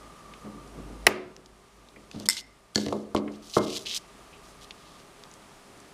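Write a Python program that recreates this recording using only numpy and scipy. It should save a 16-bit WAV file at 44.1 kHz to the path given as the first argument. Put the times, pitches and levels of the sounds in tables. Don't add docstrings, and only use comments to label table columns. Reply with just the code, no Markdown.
import sys
import numpy as np
from scipy import signal
from scipy.fft import rfft, irfft, next_fast_len
from scipy.io import wavfile
from scipy.ndimage import uniform_filter1d

SR = 44100
rng = np.random.default_rng(int(sys.argv[2]) if len(sys.argv) > 2 else 0)


def master_out(mix):
    frames = np.transpose(np.atleast_2d(mix))
    ceiling = np.clip(frames, -1, 1)
    pcm = np.round(ceiling * 32767).astype(np.int16)
    wavfile.write(sys.argv[1], SR, pcm)


N = 261909
TIME = np.arange(N) / SR
RING_TIME = TIME[:SR]

# t/s, level/dB, contact brightness/Hz
SNAPS = [(1.0676, 3, 15120), (1.0706, 4.5, 3490)]


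def undb(db):
    return 10 ** (np.asarray(db) / 20)


def fade(t60):
    return np.exp(-np.log(1000) * RING_TIME / t60)


def walk(rate_hz):
    step = int(SR / rate_hz)
    return 0.6 * uniform_filter1d(np.repeat(rng.standard_normal(N // step + 1), step), step)[:N]


def add(track, s, sound):
    i = int(s * SR)
    track[i:i + len(sound)] += sound[:N - i]


def colour(x, spectrum):
    hz, db = np.transpose(spectrum)
    f = np.maximum(np.fft.rfftfreq(len(x), 1 / SR), 1)
    y = irfft(rfft(x) * undb(np.interp(np.log(f), np.log(hz), db)), len(x))
    return y / y.std()


def resonate(x, hz, width_hz):
    size = next_fast_len(len(x))
    f = np.maximum(np.fft.rfftfreq(size, 1 / SR), 1)
    off_centre = (f * f - hz * hz) / (f * width_hz)
    y = irfft(rfft(x, size) / (1 + off_centre ** 2), size)[:len(x)]
    return y / y.std()


def resonant_noise(hz, width_hz, size=N):
    return resonate(rng.standard_normal(size), hz, width_hz)


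def soften(x, contact_hz, order=2):
    return signal.sosfilt(signal.butter(order, min(contact_hz, .45 * SR), fs=SR, output="sos"), x)


def stroke(start_s, length_s, db, swell_db, attack_s, release_s):
    age = TIME - start_s
    progress = np.clip(age / length_s, 0, 1) - .5
    gate = np.clip(age / attack_s, 0, 1) * np.exp(-np.maximum(age - length_s, 0) / release_s)
    return gate * undb(db + swell_db * progress), progress


def ring(modes):
    out = np.zeros(SR)
    for k, (hz, db, t60) in enumerate(modes):
        gain = undb(rng.normal(db, 1))
        detuned_hz = hz * rng.normal(1, .002)
        out += gain * fade(t60) * np.sin(2 * np.pi * detuned_hz * RING_TIME - k * np.pi / 2)
    return out


def metal(hits, modes, crack_db, crack_t60):
    # f/Hz, level/dB
    crack_eq = [(200, -27.5), (1000, -1.5), (2500, 6), (5000, 1.5), (10000, -8.5), (15000, -29.5)]
    out = np.zeros(N)
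    for s, db, contact_hz in hits:
        crack = undb(crack_db) * colour(rng.standard_normal(SR), crack_eq) * fade(crack_t60)
        add(out, s, undb(db) * soften(ring(modes) + crack, contact_hz))
    return out


def background():
    # f/Hz, level/dB
    air_eq = [(15, -34), (25, -1), (53, -10), (82, -7.5), (193, -3), (322, -6), (399, -6.5), (445, -9),
              (684, -6), (762, -8.5), (1200, -9), (1450, -13), (3830, -18.5), (9550, -23.5), (15500, -39)]
    # t/s, whir level/dB, rumble level/dB
    levels = [(0, -54, -58), (.5, -54.5, -59.5), (1.2, -65, -56.5), (4.95, -60.5, -66), (5.05, -66, -75)]
    s, whir_db, rumble_db = np.transpose(levels)
    air = colour(rng.standard_normal(N), air_eq) * undb(-52.5 + 0.65 * walk(12))
    whir = resonant_noise(1192, 110) * undb(np.interp(TIME, s, whir_db) + 1.2 * walk(6.1))
    hum = undb(-64) * resonant_noise(405, 22)
    rumble = resonant_noise(51, 4.7) * undb(np.interp(TIME, s, rumble_db))
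    hiss = undb(-76) * resonant_noise(9600, 770)
    return air + hiss + whir + hum + rumble


def room(x):
    # f/Hz, level/dB, t60/s
    reverb = [(98, -3, 0.62), (375, 2.5, 0.54), (1020, -9, 0.54), (2220, -8, .45), (5040, -20, 0.44),
              (11850, -7.5, 0.063)]
    hz, db, t60 = np.transpose(reverb)
    build_up = np.clip((RING_TIME - .004) / .008, 0, 1)
    echo = np.zeros(SR)
    for centre in 1000 * 2. ** np.arange(-4, 5):
        edges = [centre / np.sqrt(2), min(centre * np.sqrt(2), .45 * SR)]
        octave = signal.butter(3, edges, "band", fs=SR, output="sos")
        band = signal.sosfilt(octave, rng.standard_normal(SR))
        tail = fade(np.interp(np.log(centre), np.log(hz), t60)) * build_up
        gain = undb(np.interp(np.log(centre), np.log(hz), db))
        echo += gain * band * tail / np.linalg.norm(tail)
    return signal.fftconvolve(x, echo)[:N]


def hand():
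    # start/s, length/s, midway level/dB, swell/dB
    rubs = [(0, 0.47, -56, -4), (0.436, 0.32, -51.5, -4), (0.735, 0.39, -48.5, 1.5),
            (1.147, 0.23, -50.5, 3), (1.75, 0.77, -59.5, -5), (2.134, 0.071, -40.5, -8.5)]
    rubbing = sum(stroke(*rub, attack_s=0.018, release_s=0.097)[0] for rub in rubs)
    cloth = rubbing * resonant_noise(200, 390) * undb(3.7 * walk(25))
    squeeze, _ = stroke(start_s=.66, length_s=.39, db=-42, swell_db=1.5, attack_s=0.2, release_s=.04)
    table_hum = squeeze * np.sin(2 * np.pi * 51.3 * TIME + .4 * walk(6))
    return cloth + table_hum


def wire_ticks(faint_per_s=1.1):
    # t/s, level/dB, f/Hz, width/Hz, t60/s
    catches = [(.337, -40.5, 2500, 2470, 0.026), (1.365, -26, 3690, 4000, 0.0047),
               (1.46, -39, 4800, 5400, 0.013), (1.887, -40.5, 3600, 3000, 0.012),
               (1.961, -42, 2190, 500, 0.065), (2.114, -32.5, 3180, 5000, 0.013),
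               (2.1995, -27.5, 4380, 6850, 0.007), (2.257, -33, 4490, 6940, 0.02),
               (2.863, -22, 3440, 4440, 0.015), (2.8837, -26, 3100, 3940, 0.028),
               (2.926, -30, 3630, 6200, 0.025), (3.148, -30, 3970, 8040, 0.035),
               (3.1638, -18.5, 3200, 3020, 0.0086), (3.1718, -31, 3420, 4000, 0.069),
               (3.2784, -37, 1880, 1390, 0.054), (3.4984, -34.5, 5000, 5050, .017),
               (3.537, -29, 4230, 1980, 0.047), (3.7656, -27.5, 3650, 4100, 0.012),
               (3.854, -35, 3490, 3496, 0.014), (4.33, -47, 2720, 700, .13), (4.708, -30, 3200, 2000, 0.02),
               (5.237, -33, 3800, 5000, 0.0052), (5.314, -45.5, 7000, 2510, 0.012),
               (5.802, -42.5, 6900, 2500, 0.013)]
    faint = [(rng.uniform(0, TIME[-1]), rng.normal(-49.5, 2), 6500, 5000, 0.017)
             for _ in range(int(faint_per_s * TIME[-1]))]
    out = np.zeros(N)
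    for s, db, hz, width_hz, t60 in catches + faint:
        tick = resonant_noise(hz, width_hz, size=SR // 4) * fade(t60)[:SR // 4]
        add(out, s, undb(db) * soften(tick, hz + width_hz))
    return out


def stripping(slips_per_s=5000, brighten_db_per_octave=3, pivot_hz=4000):
    # start/s, length/s, midway level/dB, swell/dB, tilt/(dB per octave)
    pulls = [(2.118, .12, -55, 5, -5), (2.256, 0.0085, -35, -1, -2), (2.304, 0.068, -35.5, -14, 1),
             (2.369, 0.041, -33.5, -13, -6), (2.745, 0.29, -49.5, -28, -1), (3.314, 0.048, -56.5, 3.5, -6),
             (3.42, 0.13, -52.5, 9, 2), (3.535, 0.05, -38.5, 6.5, 0.5), (3.591, 0.059, -45.5, 12, -4),
             (3.66, 0.12, -40, 7.5, -4.5), (3.789, 0.059, -50.5, -11, 1.5),
             (3.8563, 0.084, -36.5, 2.5, -12), (3.943, 0.034, -33, 2, -2.5), (4.43, 0.088, -65.5, -2, 5.5),
             (4.608, 0.038, -55.5, 2, -2), (4.776, 0.23, -63.5, 2, -9)]
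    # f/Hz, width/Hz, level/dB
    resonances = [(3190, 1430, -5), (4000, 930, -11), (4990, 1600, -6.5), (6140, 1600, -9.5),
                  (7600, 3300, -12), (10300, 4000, -14.5)]
    slipping = rng.random(N) < slips_per_s / SR
    slips = slipping * rng.standard_normal(N) * undb(rng.normal(0, 2, N))
    force, tilt = np.zeros(N), np.zeros(N)
    for start_s, length_s, db, swell_db, midway_tilt in pulls:
        gain, progress = stroke(start_s, length_s, db, swell_db, attack_s=0.0033, release_s=0.0038)
        tilt = np.where(gain > force, midway_tilt + brighten_db_per_octave * progress, tilt)
        force = np.maximum(force, gain)
    rasp = sum(resonate(slips, hz, width_hz) * undb(db + tilt * np.log2(hz / pivot_hz) + 3.5 * walk(130))
               for hz, width_hz, db in resonances)
    judder = undb(0.24 * walk(260))
    return force * rasp * judder


def tabletop(thud_db=-19, thud_t60=.22, sway_below_hz=320):
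    # t/s, level/dB, contact brightness/Hz, low sway boost/dB
    knocks = [(0.444, -38.5, 593, 18.5), (0.783, -35.5, 915, 8), (1.0688, 0.5, 1402, -8.5),
              (1.965, -32.5, 990, 3.5), (2.158, -24.5, 444, 10.5), (2.205, -25, 800, 0),
              (2.7577, -6.5, 680, 7.5), (2.7785, -7.5, 750, -24), (2.864, -9, 700, 3),
              (2.885, -9.5, 715, 0), (2.924, -3, 956, -2.5), (3.1476, -2, 1150, 1),
              (3.1737, -16, 1340, -15), (3.28, -26, 1960, 7), (3.5668, 1.5, 1390, -6.5),
              (3.573, -19, 1330, -1.5)]
    # f/Hz, level/dB, t60/s
    board = [(96.5, -24, 0.2), (140, -36, 0.14), (210.5, -22, 0.42), (260.4, -30, 0.22),
             (292.5, -23.5, 0.39), (363.3, -19, 0.12), (386, -24.5, 0.24), (458, -17, 0.044),
             (489, -28.5, .12), (536.4, -21.5, 0.048), (601, -23.5, 0.12), (693, -17.5, 0.056),
             (895, -22, 0.045), (1038, -25, 0.079), (1104, -16.5, 0.056), (1235, -15.5, 0.011),
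             (1330, -15, 0.018), (2106, -22, 0.22)]
    # f/Hz, level/dB
    thud_eq = [(60, -29), (110, -9.5), (200, -7.5), (400, 4), (700, -9), (1200, -6.5), (1700, -13.5),
               (4000, -34)]
    out = np.zeros(N)
    for s, db, contact_hz, sway_db in knocks:
        modes = [(hz, mode_db + sway_db * (hz < sway_below_hz), t60) for hz, mode_db, t60 in board]
        thud = undb(thud_db) * colour(rng.standard_normal(SR), thud_eq) * fade(thud_t60)
        add(out, s, undb(db) * soften(ring(modes) + thud, contact_hz, order=4))
    return out


def pliers():
    # t/s, level/dB, contact brightness/Hz
    taps = [(2.7577, 2.5, 12000), (2.7780, -5.5, 4500), (2.8040, -28, 12000)]
    # f/Hz, level/dB, t60/s
    modes = [(1450, -32, 0.07), (1705, -21.5, 0.045), (2070, -29, 0.037), (3180, -27, 0.013),
             (4400, -6.5, 0.016), (4580, -25.5, 0.063), (5860, -15.5, 0.0091), (6400, -19, 0.021),
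             (6900, -19, 0.021), (7680, -18.5, 0.011)]
    return metal(taps, modes, crack_db=-20, crack_t60=0.0078)


def steel_tool():
    # t/s, level/dB, contact brightness/Hz
    clinks = [(2.2879, 3.5, 15100), (2.2985, 2, 14000), (2.3038, -7, 12000), (2.3074, -4.5, 12000),
              (2.3136, -15, 7940), (2.3310, -14, 12000), (2.3683, -9, 6000)]
    # f/Hz, level/dB, t60/s
    modes = [(898, -36.5, 0.12), (1500, -29.5, 0.014), (2057, -18.5, 0.032), (2140, -45, 0.33),
             (3600, -22.5, .018), (4460, -18, 0.013), (5070, -18.5, 0.025), (5310, -11, 0.023),
             (5480, -39, .25), (6940, -17, 0.013), (7520, -16, 0.01), (8040, -15, 0.014),
             (8640, -16.5, 0.02), (10150, -23.5, 0.013), (11550, -13.5, 0.0044)]
    return metal(clinks, modes, crack_db=-18.5, crack_t60=0.0029)


def snap_to_walls():
    # f/Hz, level/dB
    click_eq = [(150, -26), (400, -11.5), (700, -4.5), (1200, -1.5), (2100, -1.5), (3000, -5), (5000, -8),
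                (8000, -18), (13000, -21)]
    click = np.zeros(N)
    add(click, SNAPS[0][0], np.ones(1))
    return undb(-37) * colour(click, click_eq)


def cutter():
    # f/Hz, level/dB, t60/s
    modes = [(367, -34, 0.82), (492, -28.5, 0.065), (560, -28, 0.024), (726, -25, 0.01),
             (854, -16.5, 0.063), (1190, -28, 0.06), (1480, -19.5, .015), (1900, -10, 0.018),
             (2140, -13, 0.028), (2450, -19, 0.017), (2554, -11.5, .018), (2870, -14.5, 0.023),
             (3964, -12.5, 0.012), (5160, -17.5, .011), (5540, -12.5, .014), (10340, -6.5, 0.0063),
             (12750, -17.5, 0.0077)]
    return metal(SNAPS, modes, crack_db=-11.5, crack_t60=0.024)


def scene():
    snap = cutter()
    clink = steel_tool()
    taps = pliers()
    knocks = tabletop()
    wire = wire_ticks() + stripping()
    echo = room(snap_to_walls() + undb(-2) * clink + taps + undb(-3.5) * knocks + undb(-10.5) * wire)
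    return (snap + clink + taps + knocks + wire + echo + hand() + background())[None]


def gain_control(x, threshold_db, depth_db, recovery_db_per_s, attack_s):
    excess_db = np.clip(20 * np.log10(np.abs(x) + 1e-9) - threshold_db, 0, depth_db)
    recovery_db = recovery_db_per_s * TIME
    held_db = np.maximum.accumulate(excess_db + recovery_db, axis=-1) - recovery_db
    pole = np.exp(-1 / (attack_s * SR))
    return x * undb(-signal.lfilter([1 - pole], [1, -pole], held_db))


def record(dry):
    ducked = gain_control(dry, threshold_db=-5, depth_db=8, recovery_db_per_s=4.5, attack_s=0.0051)
    treble_cut = signal.ellip(8, .2, 80, 15200, fs=SR, output="sos")
    return signal.sosfilt(treble_cut, np.clip(ducked, -1, 1))


dry = scene()
out = record(dry)
master_out(out)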